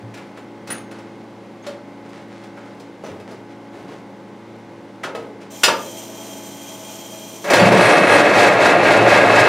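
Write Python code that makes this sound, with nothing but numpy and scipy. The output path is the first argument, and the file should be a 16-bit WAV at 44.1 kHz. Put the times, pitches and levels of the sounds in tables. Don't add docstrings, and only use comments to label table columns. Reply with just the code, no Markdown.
import sys
import numpy as np
from scipy import signal
from scipy.fft import rfft, irfft, next_fast_len
from scipy.io import wavfile
from scipy.ndimage import map_coordinates

SR = 44100
rng = np.random.default_rng(int(sys.argv[2]) if len(sys.argv) > 2 else 0)


def put_to_file(sound):
    columns = np.atleast_2d(sound).T
    safe = np.clip(columns, -1, 1)
    whole_steps = np.round(safe * 32767)
    wavfile.write(sys.argv[1], SR, whole_steps.astype(np.int16))


N = 418068
T = np.arange(N) / SR
PINION_S, MESH_S = 7.44, 7.5


def amp(db):
    return 10 ** (np.asarray(db) / 20)


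def unit(x):
    return x / np.sqrt(np.mean(x ** 2) + 1e-20)


def along(points, hz):
    freqs, values = np.transpose(points)
    return np.interp(np.log(hz + 1), np.log(freqs + 1), values)


def rise(start_s, time_s):
    return 1 - np.exp(-np.maximum(T - start_s, 0) / time_s)


def wobble(rate):
    return map_coordinates(rng.standard_normal(int(N * rate / SR) + 4), [T * rate])


def filtered(x, response):
    size = next_fast_len(x.shape[-1] + SR // 4)
    return irfft(rfft(x, size) * response(np.fft.rfftfreq(size, 1 / SR)), size)[..., :x.shape[-1]]


def colour(points):
    low_hz = points[0][0]
    return lambda f: amp(along(points, f)) * (f > low_hz / 2) * np.minimum(1, f / low_hz) ** 8


def modes(table):
    return lambda f: sum((-1) ** k * amp(db) * 1j * f * width / (hz * hz - f * f + 1j * f * width + 1e-9)
                         for k, (hz, width, db) in enumerate(table))


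def contacts(rate, scatter_db, share):
    hits = (rng.random(N) < rate / SR) * amp(scatter_db * rng.standard_normal(N))
    hits *= rng.choice([-1, 1], N)
    return np.sqrt(share) * unit(hits) + np.sqrt(1 - share) * rng.standard_normal(N)


def damped_tones(table, rise_s):
    out, t = np.zeros(N + SR), np.arange(SR // 2) / SR
    for start_s, db, hz, t60 in table:
        envelope = amp(db - 60 * t / t60) * (1 - np.exp(-t / rise_s))
        out[round(start_s * SR):][:len(t)] += envelope * np.sin(2 * np.pi * hz * t)
    return out[:N]


def motor_outside():
    # shaft_multiple, level_db
    orders = [(2, -73.5), (4, -52), (5, -82), (7, -47), (8, -51), (10, -46.5), (12, -47.5), (13, -67),
              (14, -58), (15, -56), (16, -56.5), (17, -70), (19, -56.5), (20, -52.5), (23, -69), (24, -84),
              (26, -58.5), (28, -60), (30, -52.5), (32, -64.5), (33, -71.5), (34, -60.5), (35, -70),
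              (36, -72), (37, -72), (38, -62.5), (41, -70), (52, -92), (54, -62.5), (56, -82), (58, -92),
              (60, -75), (62, -74), (68, -68.5), (70, -67), (74, -63.5), (76, -66), (78, -67)]
    # freq_hz, level_db
    air_spectrum = [(24, -63), (40, -45), (98, -12), (147, -10), (193, -1.5), (334, -3.5), (388, -11),
                    (550, -3.5), (672, -13.5), (841, -9.5), (1420, -14.5), (2120, -18.5), (2400, -19.5),
                    (6200, -32), (15600, -54.5)]
    shaft_hz = 28.143
    angle = 2 * np.pi * shaft_hz * T
    waver = [amp(1.68 * wobble(3.01)) for group in range(4)]
    drone = sum(waver[round(k) % 4] * amp(db) * np.sin(round(k) * angle + 2 * np.pi * rng.random())
                for k, db in orders)
    murmur = unit(filtered(rng.standard_normal(N), colour(air_spectrum)))
    return np.sqrt(2) * drone + amp(-45 + 0.43 * wobble(3.94)) * murmur


def driver():
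    # start_s, cloth_db, seat_db, time_to_peak_s
    moves = [(0, -62, -46, 0.028), (.13, -49, -42, 0.056), (.36, -51, -50, 0.018), (.68, -39, -34.5, 0.039),
             (.9, -49.5, -49, 0.065), (1.63, -42.5, -43, 0.038), (2.03, -54, -50, .04),
             (2.12, -47, -45, .04), (2.28, -49.5, -52, .07), (2.42, -52, -46, .02),
             (2.55, -51.5, -48, 0.088), (3.02, -46, -36.5, 0.053), (3.27, -46.5, -39, 0.038),
             (3.49, -52, -50, .02), (3.72, -49.5, -39.5, .06), (3.87, -46.5, -38, .04),
             (5.03, -32.5, -35, 0.018), (5.15, -49, -38, .05), (5.4, -46.5, -53, 0.023)]
    # freq_hz, level_db
    cloth_spectrum = [(1200, 14.5), (2500, 7.5), (6000, -3.5), (10000, -13.5), (15700, -71)]
    # freq_hz, level_db
    seat_spectrum = [(80, -7), (150, 12.5), (400, 14), (1000, 3), (2000, -27.5)]
    cloth_power, seat_power = amp(-66) ** 2, amp(-44.5) ** 2
    for start_s, cloth_db, seat_db, peak_s in moves:
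        age = np.maximum(T - start_s, 0) / peak_s
        swell = age * np.exp(1 - age)
        cloth_power += (amp(cloth_db) * swell) ** 2
        seat_power += (amp(seat_db) * swell) ** 2
    rustle = unit(filtered(contacts(900, scatter_db=8.0, share=0.25), colour(cloth_spectrum)))
    creak = unit(filtered(contacts(200, scatter_db=2.5, share=0.35), colour(seat_spectrum)))
    return np.sqrt(cloth_power) * rustle + np.sqrt(seat_power) * creak


def thuds():
    # start_s, level_db, pitch_hz, t60_s
    drops = [(.03, -27, 114, 0.43), (3.1, -34, 97, 0.37), (3.201, -37, 100, 0.23), (5.645, -37, 98, 0.37)]
    return damped_tones(drops, rise_s=0.013)


def knocks():
    # start_s, peak_db, boards_db, treble_db, part_hz
    blows = [(0.139, -28.5, -8, -4, 2300), (0.173, -33, -10, -11, 2280), (0.371, -29, -2, -11, 497),
             (0.672, -26.5, -9, 0, 840), (0.701, -19.5, -17, -9, 1900), (0.911, -32, -4, -8, 557),
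             (0.985, -34.5, -6, -10, 557), (1.664, -22, 1.5, -4, 580), (2.089, -43, -10, 6, 860),
             (2.436, -39, -6, -5, 860), (2.57, -32, -6, -19, 550), (2.797, -34.5, 7, 5, 870),
             (3.036, -21, 10, -8.5, 654), (3.06, -27, 3, -7, 840), (3.197, -30.5, 6, -8, 517),
             (3.309, -27.5, 20, 3.5, 647), (5.034, -15, -11, -14.5, 548), (5.072, -22, 8, -19, 420),
             (5.148, -17.5, 6, -11.5, 497), (5.411, -33.5, 10, 3, 557), (5.633, 2, -6, 3.5, 2830),
             (5.679, -4.5, -2, -11, 1220), (7.44, -19, 5, 1, 400), (7.501, -8, 4, -1, 595),
             (7.533, 0.5, -3, -7.5, 545), (7.595, -2, 5, -12, 720), (7.718, -2, 12, -9, 703),
             (7.773, -7, -4, -13, 540)]
    # pitch_hz, width_hz, level_db
    body_modes = [(352, 63, -12), (1155, 45, -7), (1360, 40, -21), (2390, 31, -8), (2610, 37, -2),
                  (2810, 60, 2), (3620, 30, -25), (4870, 48, 7), (5910, 68, 1), (8400, 100, -15),
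                  (10270, 100, 2)]
    t60_s, rise_s = 0.06, 0.0053
    out, t = np.zeros(N + SR), np.arange(SR // 3) / SR
    body = modes(body_modes)
    for start_s, peak_db, boards_db, treble_db, part_hz in blows:
        rattle = rng.standard_normal(len(t)) * amp(-60 * t / t60_s) * (1 - np.exp(-t / rise_s))
        bands = [(200, boards_db - 13.5), (450, boards_db), (1500, 0),
                 (5000, treble_db), (12000, treble_db - 9)]
        tilt = colour([(hz, db - 10 * np.log10(hz / 1500)) for hz, db in bands])
        part = modes([(part_hz, 0.061 * part_hz, 4.5)])
        blow = filtered(rattle, lambda f: tilt(f) * (1 + 0.95 * body(f) + part(f)))
        out[round(start_s * SR):][:len(t)] += amp(peak_db) * blow / np.abs(blow).max()
    return out[:N]


def garage(x):
    # freq_hz, t60_s
    decay = [(200, 0.99), (1000, 0.39), (4000, 0.29), (12000, 0.19)]
    hz, t, spectra = signal.stft(rng.standard_normal(SR // 2), SR, nperseg=256)
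    tail = signal.istft(spectra * amp(-60 * t / along(decay, hz)[:, None]), SR, nperseg=256)[1]
    return signal.fftconvolve(np.pad(x, (250, 0)), tail / np.linalg.norm(tail))[:N]


def key_jingles():
    # start_s, level_db
    touches = [(.702, -24), (.716, -20.5), (.912, -52)]
    # pitch_hz, level_db, t60_s
    partials = [(6510, -27, 0.91), (9450, 2.5, 0.084), (10770, -27, 0.18), (12060, -18, 0.15)]
    out, t = np.zeros(N + SR), np.arange(SR // 3) / SR
    for start_s, touch_db in touches:
        chime = sum(amp(db + rng.normal(0, 1.5) - 60 * t / t60) * np.sin(2 * np.pi * hz * t)
                    for hz, db, t60 in partials)
        out[round(start_s * SR):][:len(t)] += amp(touch_db) * chime * (1 - np.exp(-t / 0.003))
    return out[:N]


def pings():
    # start_s, level_db, pitch_hz, t60_s
    parts = [(1.625, -48, 6500, 0.097), (1.67, -29.5, 570, 0.21), (1.668, -39, 4380, .12),
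             (3.045, -43, 6000, .08), (5.64, -31, 4950, 0.25), (7.595, -10, 4550, 0.023)]
    return damped_tones(parts, rise_s=0.0017)


def ignition_coil():
    # pitch_hz, width_hz, level_db
    box_modes = [(854, 24, -2.5), (2420, 19, -5.5), (3199, 45, -1), (3222, 13, 0), (4030, 16, -10.5),
                 (6000, 240, -5.5), (6680, 230, -15.5), (7170, 290, -9.5), (8670, 220, -12.5),
                 (10600, 160, -16.5), (12300, 160, -20), (13900, 270, -6.5)]
    # freq_hz, level_db
    spark_spectrum = [(1000, -1.5), (1500, -13), (3000, -4), (4700, -11), (6500, -2.5), (8000, -27),
                      (9400, -14.5), (13000, -9.5), (15600, -35)]
    on_s, shaken_s, blade_hz, sag_db_per_s = 5.5, 5.66, 644.7, 40
    battery = amp(-sag_db_per_s * np.maximum(T - MESH_S, 0))
    supply = rise(on_s, 0.015) * battery
    shaken_db = 12 * (T > shaken_s) * (1 - rise(shaken_s, 0.12))
    blade_gain = amp(-45.5 + shaken_db + 2.1 * wobble(3.6))
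    chatter = contacts(2500, scatter_db=2, share=0.4) * amp(0.8 * wobble(12))
    box = unit(filtered(chatter, modes(box_modes)))
    sparks = unit(filtered(chatter, colour(spark_spectrum)))
    blade = unit(filtered(rng.standard_normal(N), modes([(blade_hz, 12, 0)])))
    buzz = 0.88 * amp(0.95 * wobble(45)) * box + 0.53 * sparks
    return supply * (amp(-38.5) * buzz + blade_gain * blade)


def cranking(level_db, swing_db, follows=1):
    # start_s, strength_db
    strokes = [(7.5, -1), (7.745, 1), (8.05, 1), (8.31, 0.5), (8.56, -0.5), (8.8, -0.5), (9.04, 2),
               (9.28, 1.5), (9.52, 1)]
    surge_at = 0.37
    starts, strength_db = np.transpose(strokes)
    index = np.arange(len(starts))
    count = np.interp(T, starts, index)
    surge = -np.cos(np.pi * np.interp(count % 1, [0, surge_at, 1], [0, 1, 2]))
    effort_db = np.interp(count - surge_at, index, strength_db)
    spin = rise(PINION_S, 0.004) * amp(np.where(T < MESH_S, -7 + 120 * (T - MESH_S), 0))
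    return spin * amp(level_db + follows * effort_db + swing_db * surge)


def starter_grind(teeth, binding):
    # pitch_hz, width_hz, level_db
    housing_modes = [(286, 18, -7.5), (345.7, 13, 3.5), (446, 65, -8), (511.4, 17, 2.5), (582.4, 44, -0.5),
                     (714.4, 20, 4.5), (841, 22, -11.5)]
    # freq_hz, level_db
    grind_spectrum = [(120, -66), (200, -16.5), (291, -7), (384, -6), (584, -4), (777, -5), (1200, -13),
                      (1560, -33), (2640, -120)]
    # pitch_hz, width_hz, level_db
    casing_modes = [(1228, 25, -3.5), (1415, 32, 6), (1634, 67, 3), (1918, 95, 4), (2083, 67, -0.5),
                    (2183, 90, 3.5), (2606, 48, -1.5), (3020, 78, -35), (4220, 150, -15.5)]
    # freq_hz, level_db
    rattle_spectrum = [(800, -16), (1100, -3.5), (2700, -3.5), (3000, -9.5), (4500, -16), (6000, -55)]
    housing = unit(filtered(teeth, lambda f: colour(grind_spectrum)(f) * (0.48 + modes(housing_modes)(f))))
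    casing = unit(filtered(teeth, lambda f: colour(rattle_spectrum)(f) * (0.4 + modes(casing_modes)(f))))
    grind = cranking(-12.5 + 0.27 * binding, swing_db=0.87, follows=0.74) * housing
    rattle = cranking(-16.5 + 0.39 * binding, swing_db=2) * casing
    return grind + rattle


def intake_wheeze(binding):
    # freq_hz, level_db
    spectrum = [(2060, -5), (3500, -0.5), (3800, 1.5), (4330, -2), (4640, -2.5), (7320, -8.5),
                (10500, -16.5), (14300, -23.5), (15600, -27)]
    air = unit(filtered(contacts(150, scatter_db=3.5, share=0.088), colour(spectrum)))
    return cranking(-30 + 0.41 * binding + 2.0 * wobble(50), swing_db=3.5) * air


def body_rocking():
    # time_s, shudder_db, throb_db
    rocking = [(7.44, -45, -65), (7.54, -35, -36), (7.62, -13, -23.5), (7.74, -16, -26.5), (7.89, -28, -23),
               (7.95, -33, -43), (8.01, -19, -43), (8.1, -29.5, -27.5), (8.3, -29, -32.5), (8.9, -29, -35),
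               (8.96, -26, -28.5), (9.3, -28.5, -31), (9.42, -30.5, -20), (9.48, -31, -32)]
    # freq_hz, level_db
    panel_spectrum = [(110, -15), (140, 0), (180, 10), (260, -1), (350, -50)]
    # pitch_hz, width_hz, level_db
    spring_modes = [(113.7, 17, 0)]
    times, *levels = np.transpose(rocking)
    shudder, throb = [amp(np.interp(T, times, db, left=-200, right=-200)) for db in levels]
    panels = unit(filtered(rng.standard_normal(N), colour(panel_spectrum)))
    springs = unit(filtered(rng.standard_normal(N), lambda f: modes(spring_modes)(f) ** 2))
    return shudder * panels + throb * springs


def singing_metal(teeth):
    # pitch_hz, width_hz, level_db
    metal_modes = [(3255, 43, -4), (4150, 70, 1), (5700, 140, -10.5), (8480, 140, -8), (10120, 180, -11.5),
                   (10400, 120, -15), (13000, 200, -20)]
    full_from_s, full_until_s = 7.8, 8.17
    fade_db = 28.6 * np.maximum(full_from_s - T, 0) + 110 * np.maximum(T - full_until_s, 0)
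    ringing = unit(filtered(teeth, modes(metal_modes)))
    return cranking(-33.5 - fade_db + 1.5 * wobble(40), swing_db=4) * ringing


def starter():
    teeth = contacts(700, scatter_db=3.5, share=0.55)
    binding = wobble(30)
    return starter_grind(teeth, binding) + intake_wheeze(binding) + body_rocking() + singing_metal(teeth)


def scene():
    # freq_hz, level_db
    side_spectrum = [(60, -11), (150, -36.5), (380, -34), (950, -23.5), (2380, -21.5), (5980, -15.5),
                     (15000, -17)]
    # freq_hz, level_db
    port_hiss_spectrum = [(15, -48), (25, -18), (69, -21), (102, -4), (286, -2.5), (2210, -16), (9000, -31),
                          (11700, -60), (19800, -120)]
    blows = knocks() + key_jingles() + pings()
    near = driver() + thuds() + blows + amp(-2) * garage(blows) + ignition_coil() + starter()
    scatter = rng.standard_normal(4000) * np.hanning(8000)[4000:] ** 2
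    diffuse = signal.fftconvolve(near, scatter / np.linalg.norm(scatter))[:N]
    side = filtered(diffuse, lambda f: amp(along(side_spectrum, f)))
    side += amp(-62) * unit(filtered(rng.standard_normal(N), colour(port_hiss_spectrum)))
    mid = near + motor_outside()
    return np.array([amp(0.17) * mid + side, amp(-0.04) * mid - side])


def record(dry):
    # freq_hz, gain_db
    response = [(25, -14), (60, -0.5), (90, -1), (11000, 0.5), (14000, -6.5), (15700, -5)]
    ceiling, top_hz = 0.89, 15770
    clipped = dry / (1 + np.abs(dry / ceiling) ** 5) ** (1 / 5)
    return filtered(clipped, lambda f: amp(along(response, f)) * (f < top_hz))


dry = scene()
out = record(dry)
put_to_file(out)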